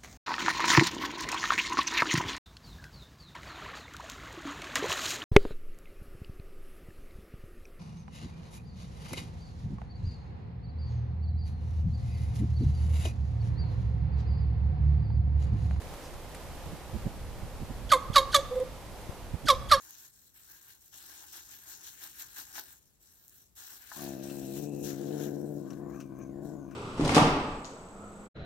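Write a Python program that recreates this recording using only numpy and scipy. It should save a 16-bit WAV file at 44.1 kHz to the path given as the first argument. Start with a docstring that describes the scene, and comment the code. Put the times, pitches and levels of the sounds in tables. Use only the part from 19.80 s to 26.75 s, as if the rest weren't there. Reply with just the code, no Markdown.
"""A cat growls over its food

A thin plastic bag is shaken out close by, over a food bowl on a stone floor: its creases crackle,
the sheet flaps and the bowl knocks. A cat snatches a piece and growls over it in one long low rattle,
its vocal folds thumping the throat and puffing air through the mouth. It chews as it growls,
while the bag is crumpled away to the left."""
import sys
import numpy as np
from scipy import signal
from scipy.fft import rfft, irfft
from scipy.io import wavfile
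from scipy.ndimage import uniform_filter1d

SR = 44100
rng = np.random.default_rng(int(sys.argv[2]) if len(sys.argv) > 2 else 0)


def master(y):
    """Save y as 16-bit WAV."""
    cut = np.clip(np.atleast_2d(y).T, -1, 1)
    pcm = np.round(cut * 32767)  # scale
    wavfile.write(sys.argv[1], SR, pcm.astype(np.int16))


N = 306495
TIME = np.arange(N) / SR

# how hard the cat growls: t/s, level/dB
EFFORT = [(4.15, -54.5), (4.24, -41.5), (4.42, -43), (4.53, -41.5), (4.73, -40), (4.8, -38), (5.1, -38),
          (5.16, -39.5), (5.33, -35.5), (5.57, -37.5), (5.77, -38.5), (5.86, -42.5), (6.07, -40.5),
          (6.28, -45.5), (6.47, -43.5), (6.68, -40.5), (6.95, -47)]
# tone of the throat with the mouth nearly shut: f/Hz, level/dB
THROAT_TONE = [(30, -62), (65, -6), (105, 1), (140, 6), (205, 7.5), (285, 8.5), (345, 11), (400, -6),
               (490, -1.5), (570, -7), (780, -17), (950, -50), (3000, -72)]
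# the mouth's lowest resonance: t/s, f/Hz, level/dB relative to the effort
MOUTH_RING = [(4.25, 650, -8), (4.4, 574, -12.5), (4.6, 616, -16), (5.05, 660, -22), (5.35, 640, -16),
              (5.68, 610, -19), (5.76, 550, -19.5), (5.85, 600, -23), (6.06, 660, -16), (6.45, 593, -18),
              (6.68, 626, -13), (6.9, 600, -20.5)]
# rasping resonances above it: f/Hz, width/Hz, level/dB
RASP_RINGS = [(1050, 225, 10.5), (1487, 160, 6.5)]
# how much rasp is in the growl: t/s, level/dB
SNARL = [(4.16, -2), (4.32, -42), (5.05, -46), (5.4, -36), (5.76, -33), (5.86, -20), (6.12, -19),
         (6.3, -16), (6.6, -26.5), (6.85, -17)]

def growl(puff_s=0.0076, mouth_width_hz=220, jaw_rest_hz=630, press_above_db=-43.5):
    """Each beat of the vocal folds thumps the throat and lets a puff of air through the mouth."""
    gape, clench = chewing()
    closures, beats = vocal_folds(gape + clench)
    (effort_db,), (mouth_hz, mouth_db), (rasp_db,) = curves(EFFORT), curves(MOUTH_RING), curves(SNARL)
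    # an open jaw trades the low resonance for higher, louder rasp; a clench muffles everything
    effort_db = effort_db - clench
    mouth_db = mouth_db - gape - 30 * clench
    rasp_db = rasp_db - 2 + 5 * gape - 5.5 * clench
    jaw = (mouth_hz / jaw_rest_hz) ** 0.35 + 0.086 * gape
    airflow = evened(signal.lfilter([1], [1, -np.exp(-1 / (puff_s * SR))], beats))
    puffs = evened((airflow + 0.41) * rng.standard_normal(N))
    thumps = -evened(closures)  # each closure is a drop in pressure
    throat = colour(thumps + .2 * puffs, THROAT_TONE)
    # harder effort lifts the upper edge of the throat's tone
    press = gain_of(1.56 * (effort_db - press_above_db)) - 1
    chest = steadied(throat + press * resonate(throat, hz=482, width_hz=83))
    mouth = steadied(resonate_twice(thumps + .5 * puffs, mouth_hz, mouth_width_hz)) * gain_of(mouth_db)
    breath = .5 * thumps + puffs
    rings = sum(gain_of(db) * resonate_twice(breath, hz * jaw, width) for hz, width, db in RASP_RINGS)
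    rasp = steadied(rings) * gain_of(rasp_db)
    fade_in = np.clip((TIME - EFFORT[0][0]) / 0.018, 0, 1)
    return (gain_of(effort_db) * (chest - mouth + rasp) + teeth(puffs)) * fade_in


# how fast the vocal folds beat: t/s, f/Hz
GROWL_PITCH = [(4.15, 147), (4.35, 131.5), (4.53, 140), (4.65, 132.5), (4.74, 137.5), (4.8, 147.5),
               (4.97, 142), (5.06, 145), (5.15, 138.5), (5.32, 147.5), (5.57, 144), (5.67, 148.5),
               (5.78, 146), (5.87, 137), (6.04, 144), (6.24, 136), (6.47, 133.5), (6.55, 142),
               (6.68, 147.5), (6.95, 134)]
# unevenness of the beats: t/s, roughness/0-1, flutter's lag behind half the beat rate/Hz, flutter depth
ROUGHNESS = [(4.15, .6, 0, .9), (4.3, .3, 0, 1.05), (4.72, .35, 1, 1.1), (4.8, .55, 6, .6),
             (5.75, .7, 9, .6), (5.92, .75, 11, .85), (6.42, .7, 3, .9), (6.62, .75, 10, .7)]

def vocal_folds(chew, jitter_s=.00034, shimmer_db=1.7, tremble=.024):
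    """The folds beat unevenly under a slower flutter; returns their closures and each beat's strength."""
    (hz,), (rough, lag_hz, depth) = curves(GROWL_PITCH), curves(ROUGHNESS)
    rough = rough + 0.2 * chew
    tremor = wobble(hz=13, width_hz=9)
    stray, swell = wobble(hz=18, width_hz=18), wobble(hz=18, width_hz=18)
    cycles = np.cumsum(hz * (1 + tremble * rough * tremor)) / SR
    due = np.flatnonzero(np.diff(np.floor(cycles)))  # one beat per cycle
    early, strong = (rng.standard_normal((N, 2))[:len(due)] * rough[due, None]).T
    beat_at = np.clip((due - SR * jitter_s * early).astype(int), 0, N - 1)
    beats = np.zeros(N)
    beats[beat_at] = gain_of(shimmer_db * strong)
    # the flutter swells and hurries the beats, adding a tone above each harmonic
    unsteady = .6 * rough * uniform_filter1d(.5 * swell + 1j * stray, size=300)
    flutter_cycles = cycles / 2 - np.cumsum(lag_hz) / SR
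    flutter = 1 + depth * np.exp(2j * np.pi * flutter_cycles + unsteady)
    return (signal.hilbert(beats) * flutter).real, beats * abs(flutter)


# air past the teeth: t/s, lower resonance f/Hz, lower level/dB, upper level/dB
TEETH_HISS = [(4.25, 2580, -71, -84), (5.1, 2630, -68.5, -85), (5.17, 1560, -82, -84),
              (5.39, 1600, -63.5, -77), (5.8, 1570, -80, -88), (5.89, 1710, -83, -71),
              (5.97, 1620, -72, -89), (6.1, 1800, -71, -73), (6.15, 2380, -70, -73),
              (6.205, 2590, -75, -65), (6.31, 2190, -82, -89), (6.42, 2320, -69, -63.5),
              (6.49, 2220, -81, -77), (6.57, 1620, -72.5, -79), (6.72, 1590, -73, -74),
              (6.83, 2220, -91, -73), (6.93, 2430, -70.5, -78)]

def teeth(puffs, whistle_hz=6250, rest_hz=2330):
    """Air and spittle ring two narrow resonances behind the teeth; the upper sinks as the lower rises."""
    low_hz, low_db, high_db = curves(TEETH_HISS)
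    high_hz = whistle_hz - 1.3 * (low_hz - rest_hz)
    low = steadied(resonate_twice(puffs, low_hz, width_hz=340))
    spittle = crackle(per_s=1200, spread_db=3) * np.sqrt(abs(puffs))
    high = steadied(resonate_twice(spittle, high_hz, width_hz=560))
    return low * gain_of(low_db) + high * gain_of(high_db)


# chews: widest opening t/s, half length/s, opening/0-1, clench/0-1
JAW_MOVES = [(5.9, 0.047, 0.5, 0.5), (6.154, 0.083, 0.8, 0.94), (6.413, 0.064, 1, 0.3),
             (6.93, 0.03, 0.45, 0.49)]

def chewing(lag=1.35):
    """The jaw gapes, then clenches `lag` half lengths later; returns both moves as curves."""
    gape = sum(wide * np.exp(-((TIME - s) / half) ** 2) for s, half, wide, _ in JAW_MOVES)
    clench = sum(hard * np.exp(-(2 * ((TIME - s) / half - lag)) ** 2) for s, half, _, hard in JAW_MOVES)
    return gape, clench


# bites: t/s, level/dB, length/s, ring of the mouth f/Hz, splash level/dB relative to the ring
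WET_BITES = [(4.498, -52, 0.015, 2770, 7), (5.905, -49.5, 0.0081, 5750, 2.5),
             (5.932, -58, 0.0064, 4000, 6.5), (6.144, -50, 0.008, 1493, -15),
             (6.202, -58, 0.017, 2540, 12.5), (6.91, -54.5, 0.019, 1490, -1)]
# tone of the wet splash: f/Hz, level/dB
SPLASH_TONE = [(400, -34), (1000, -3), (1500, 5), (2100, -8), (2700, 2), (3400, -9), (5000, -7),
               (6000, -0.5), (10000, -15)]

def bites(level_db=-5):
    """Each bite is a short cluster of wet crackles that rings the mouth at its own pitch."""
    t, out = np.arange(SR // 8) / SR, np.zeros(N)
    for s, db, length, hz, splash_db in WET_BITES:
        clicks = crackle(per_s=5500, spread_db=4)[:len(t)]
        ring = steadied(resonate_twice(clicks, hz, width_hz=600), size=300)
        splash = gain_of(splash_db) * steadied(colour(clicks, SPLASH_TONE), size=300)
        shape = np.exp(-t / length) * (1 - np.exp(-12 * t / length))
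        add(out, s - .001, gain_of(db + level_db) * shape * (ring + splash))
    return out


def saliva(level_db=-74):
    """Tiny wet ticks as the lips part, with the same bright tone as the bag's creases."""
    clicks = np.diff(crackle(per_s=130, spread_db=3), prepend=0)
    gape, _ = chewing()
    return gain_of(level_db) * evened(colour(clicks, CREASE_TONE)) * np.sqrt(gape)


# how far left the cat sounds: f/Hz, left minus right/dB
CAT_PAN = [(290, 9.5), (350, 11.5), (440, 17), (495, 10), (535, -6), (600, 0), (710, 2), (800, 9),
           (1150, 14), (2400, 7.5), (8000, 9)]
# how far the right channel runs ahead: f/Hz, phase/radians
RIGHT_LEAD = [(360, .2), (450, 1.3), (520, 2.8), (550, .2)]

def cat():
    """Growl and chewing come from the left."""
    hz = np.fft.rfftfreq(N, 1 / SR)
    lead = np.exp(1j * np.outer([0, 1], value_at(RIGHT_LEAD, hz)))
    voice = growl() + bites() + saliva()
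    return irfft(rfft(voice) * pan(value_at(CAT_PAN, hz)) * lead, N)


# the bag gripped and crumpled: t/s, length/s, crinkle level/dB, flap offset/dB
BAG_CRUMPLES = [(-.02, 0.28, -55.5, -10), (0.31, 0.17, -63, -11), (0.523, 0.42, -60, -6.5),
                (0.989, 0.097, -61, -11.5), (1.11, 0.33, -53.5, -8.5), (1.452, 1.48, -56.5, -8),
                (2.963, 0.16, -71.5, -5.5), (3.188, 0.33, -64, -9), (3.5, 0.12, -62, -10),
                (3.747, 0.22, -52, -11), (3.98, 0.53, -60.5, -1.5), (4.405, 0.44, -53.5, -12.5),
                (4.904, 0.091, -60.5, -12), (5.021, 0.45, -58.5, -2.5), (5.475, 0.32, -64.5, -9.5),
                (5.82, 0.16, -70, 3), (6.064, 0.14, -70, -15), (6.61, 0.081, -65.5, -20)]
# shakes and tugs: t/s, crinkle level/dB, half length/s, flap offset/dB
BAG_SHAKES = [(0.728, -57.5, 0.032, -14), (0.903, -58.5, 0.023, -7.5), (1.563, -51, 0.036, -10),
              (1.73, -51.5, 0.02, -11), (1.918, -50, 0.032, -16), (2.074, -50, 0.025, -11),
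              (2.245, -48, 0.027, -12.5), (2.41, -44.5, 0.019, -16), (2.593, -45.5, 0.025, -13.5),
              (2.778, -44.5, 0.024, -12), (4.21, -47.5, 0.075, -14.5), (4.773, -50, 0.018, -16),
              (5.075, -44.5, 0.032, -35), (5.428, -52, 0.039, -13)]

def handling(grip_s=0.027, relax_s=0.041, firm_db=-45, flap_above_db=-54.5):
    """Crumples hold steady, shakes swell and fade; returns how strongly the bag crinkles and flaps."""
    moves = []
    for s, length, db, flap_db in BAG_CRUMPLES:
        slow = gain_of(0.15 * (firm_db - db))  # gentler crumples start and end more slowly
        grip = np.clip((TIME - s) / (grip_s * slow), 0, 1)
        relax = np.exp(-np.maximum(TIME - s - length, 0) / (relax_s * slow))
        moves.append((gain_of(db) * grip * relax, flap_db))
    for s, db, half, flap_db in BAG_SHAKES:
        moves.append((gain_of(db) / np.sqrt(1 + ((TIME - s) / half) ** 4), flap_db))
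    crinkle = np.sqrt(sum(move ** 2 for move, _ in moves))
    flap = np.sqrt(sum((move * gain_of(flap_db)) ** 2 for move, flap_db in moves))
    return crinkle, flap * (crinkle / gain_of(flap_above_db)) ** 0.61


def plastic(tone, per_s, spread_db, clump_db):
    """Creases buckle in clumps; their clicks reach left and right by different scattered paths."""
    clumps = gain_of(clump_db * evened(uniform_filter1d(rng.standard_normal(N), 330)))
    out = np.zeros((2, N))
    for _ in range(6):
        paths = rng.standard_normal((2, 256)) * np.exp(-np.arange(256) / SR / 0.0012)
        clicks = crackle(per_s / 6, spread_db) * clumps
        out += signal.oaconvolve(clicks[None], evened(paths), axes=1)[:, :N]
    return np.array([steadied(colour(side, tone)) for side in refolded(out)])


def refolded(x, depth_db=2.2):
    """As the bag's folds change shape, patches of its tone swell and fade."""
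    spectrum = signal.stft(x, nperseg=256)[2]
    patches = rng.standard_normal(spectrum.shape[1:])
    for _ in range(2):
        patches = uniform_filter1d(uniform_filter1d(patches, size=7, axis=0), size=16, axis=1)
    return signal.istft(spectrum * gain_of(depth_db * evened(patches)), nperseg=256)[1][:, :N]


# tones of the fine creases and of the flapping sheet: f/Hz, level/dB
CREASE_TONE = [(1500, -26.5), (3000, -17), (3900, -4), (4700, -6.5), (5800, 0), (7000, 1), (8500, -1.5),
               (9500, -7.5), (10600, -4.5), (12000, 1), (13300, 2), (14400, 1.5), (15800, -4.5)]
SHEET_TONE = [(100, -38), (320, 0), (500, -15.5), (800, -2), (1250, -1.5), (1600, 4.5), (2100, -3),
              (2750, 0), (4100, -1.5), (7000, -7.5), (15000, -35)]
# how the bag's tone differs between the sides: f/Hz, left minus right/dB
BAG_PAN = [(450, 4.5), (1100, 16.5), (3300, -1), (5500, 5), (8500, -1), (13000, -3)]
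# the bag's move to the left: t/s, left minus right/dB
BAG_PATH = [(0, 2.5), (2.8, 3.5), (3.7, 2.5), (4.5, 6.5), (6.95, 17)]

def bag(level_db=2):
    """The creases crinkle finely; the whole sheet flaps more as it is shaken harder."""
    crinkle, flap = handling()
    creases = crinkle * plastic(CREASE_TONE, per_s=5000, spread_db=2.5, clump_db=1.5)
    sheet = flap * plastic(SHEET_TONE, per_s=4000, spread_db=1.5, clump_db=1.1)
    sides = pan(value_at(BAG_PAN, np.fft.rfftfreq(N, 1 / SR)))
    rustle = irfft(rfft(creases + sheet) * sides, N)
    return gain_of(level_db) * rustle * pan(curves(BAG_PATH)[0])


# single creases snapping: t/s, level/dB
CREASE_SNAPS = [(0.1082, -30.5), (1.975, -38), (2.4014, -34), (2.7487, -33), (2.7954, -30), (3.481, -34.5),
                (3.4955, -38), (3.9364, -36)]

def snaps(level_db=1.5):
    """A stiff crease flips over with one sharp, bright tick and a brief shiver."""
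    t, out = np.arange(600) / SR, np.zeros((2, N))
    for s, db in CREASE_SNAPS:
        for side in out:
            flip = (t == 0) + .25 * rng.standard_normal(len(t)) * np.exp(-t / .001)
            tick = colour(np.diff(flip, prepend=0), CREASE_TONE)
            add(side, s, gain_of(db + level_db) * tick / abs(tick).max())
    return out * pan(left_db=2)


# food and bowl knocking: t/s, level/dB
BOWL_KNOCKS = [(2.78, -39.5), (2.792, -47), (4.116, -40.5), (4.124, -53)]
# the notes the bowl rings at: f/Hz, level/dB, time to fade by 60 dB/s
BOWL_NOTES = [(660, -6.5, 0.081), (860, 7.5, 0.044), (994, 8, 0.054), (1290, 4, 0.042), (1530, 11.5, 0.03),
              (1720, 9.5, 0.028)]

def bowl(attack_s=0.00098):
    """The bowl knocks on the stone with a short, dead ring."""
    t, out = np.arange(SR // 8) / SR, np.zeros(N)
    for s, db in BOWL_KNOCKS:
        ring = sum(gain_of(note_db - 60 * t / fade_s) * np.sin(2 * np.pi * (hz * t + rng.random()))
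                   for hz, note_db, fade_s in BOWL_NOTES)
        add(out, s, gain_of(db) * np.minimum(t / attack_s, 1) * ring / np.std(ring[:132]))
    return out * pan(left_db=7)


# how long the room rings: f/Hz, time to fade by 60 dB/s
ECHO_FADE = [(150, 0.83), (1000, 0.16), (5000, 0.0081), (15000, 0.0077)]

def room(x):
    """Bare walls add a short echo whose treble dies first."""
    hz, t, noise = signal.stft(rng.standard_normal((2, SR // 2)), SR, nperseg=256)
    fade = gain_of(-60 * t / value_at(ECHO_FADE, hz)[:, None]) * (t > .006)
    tail = signal.istft(noise * fade, SR, nperseg=256)[1]
    return signal.fftconvolve(x.mean(0)[None], tail / np.linalg.norm(tail[0]), axes=1)[:, :N]


# tones of the quiet room and of the rumble: f/Hz, level/dB
AIR_TONE = [(25, -51), (43, -26), (113, 0.5), (152, -4.5), (313, -12.5), (2120, -23.5), (13500, -23),
            (15500, -63)]
RUMBLE_TONE = [(20, -37), (45, -8), (65, -3.5), (110, -12.5), (200, -18), (400, -19.5), (1000, -46.5)]
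# how loud the rumble is: t/s, level/dB
RUMBLE_LEVEL = [(0, -77.5), (2.7, -71.5), (3.1, -75), (3.9, -74.5), (4.3, -67), (6.1, -63.5), (6.37, -60.5),
                (6.55, -60)]

def background(air_db=-73.5, stereo_width=0.23):
    """Still room air and a low rumble of movement."""
    air = np.array([evened(colour(noise, AIR_TONE)) for noise in rng.standard_normal((2, N))])
    left, right, both = (evened(colour(noise, RUMBLE_TONE)) for noise in rng.standard_normal((3, N)))
    rumble = evened(both + stereo_width * np.array([left, right])) * gain_of(curves(RUMBLE_LEVEL)[0])
    return gain_of(air_db) * air * pan(left_db=1.6) + rumble * pan(left_db=7.8)


def gain_of(db):
    """Turns decibels into a multiplier."""
    return 10 ** (np.asarray(db) / 20)


def evened(x):
    """Brings the overall level to 1."""
    return x / np.sqrt(np.mean(x ** 2) + 1e-20)


def steadied(x, size=2600):
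    """Brings the running level to 1 and keeps the fast detail."""
    return x / np.sqrt(abs(uniform_filter1d(uniform_filter1d(x ** 2, size), size)) + 1e-12)


def value_at(points, hz):
    """Looks up a table by frequency, sliding between its rows."""
    f, value = np.transpose(points)
    return np.interp(np.log(hz + 1), np.log(f + 1), value)


def curves(rows):
    """Turns a table that starts with times into one curve for each other column."""
    s, *columns = np.transpose(rows)
    return [np.interp(TIME, s, column) for column in columns]


def add(mix, s, sound):
    """Mixes a sound in at s seconds."""
    part = mix[max(round(s * SR), 0):][:len(sound)]
    part += sound[:len(part)]


def colour(x, tone, size=4096):
    """Filters a sound to the given tone, with no ringing ahead of a click."""
    log_gain = np.log(gain_of(value_at(tone, abs(np.fft.fftfreq(size, 1 / SR)))))
    taps = np.fft.ifft(np.exp(np.conj(signal.hilbert(log_gain)))).real
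    return signal.oaconvolve(x, taps)[:len(x)]


def resonate(x, hz, width_hz):
    """A resonance: keeps the sound near one frequency, which may glide."""
    turn = np.exp(2j * np.pi * np.cumsum(hz * np.ones(len(x))) / SR)
    decay = np.exp(-np.pi * width_hz / SR)
    return 2 * (turn * signal.lfilter([1 - decay], [1, -decay], x / turn + 1e-18)).real


def resonate_twice(x, hz, width_hz):
    """A resonance with steeper sides."""
    return resonate(resonate(x, hz, width_hz), hz, width_hz)


def wobble(hz, width_hz):
    """A random sway at roughly the given rate."""
    return steadied(resonate(rng.standard_normal(N), hz, width_hz), size=12000)


def crackle(per_s, spread_db):
    """Random clicks, most small and a few large."""
    size = gain_of(spread_db * np.minimum(rng.exponential(1, N), 5))
    return size * rng.choice([-1., 1.], N) * (rng.random(N) < per_s / SR)


def pan(left_db):
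    """Left and right gains that average 1, the left louder by left_db."""
    ratio = gain_of(np.atleast_1d(left_db))
    return 2 * np.array([ratio, np.ones_like(ratio)]) / (1 + ratio)


def scene(cat_echo_db=-25, things_echo_db=-16):
    """Cat, bag and bowl close by, with a little of the room."""
    voice, things = cat(), bag() + snaps() + bowl()
    echo = room(gain_of(cat_echo_db) * voice + gain_of(things_echo_db) * things)
    return voice + things + echo + background()


def record(dry, top_hz=16000):
    """Cuts off the very highest treble."""
    low_pass = signal.firwin(511, top_hz, window=("kaiser", 9), fs=SR)
    return signal.oaconvolve(dry, low_pass[None], "same")


dry = scene()
out = record(dry)
master(out)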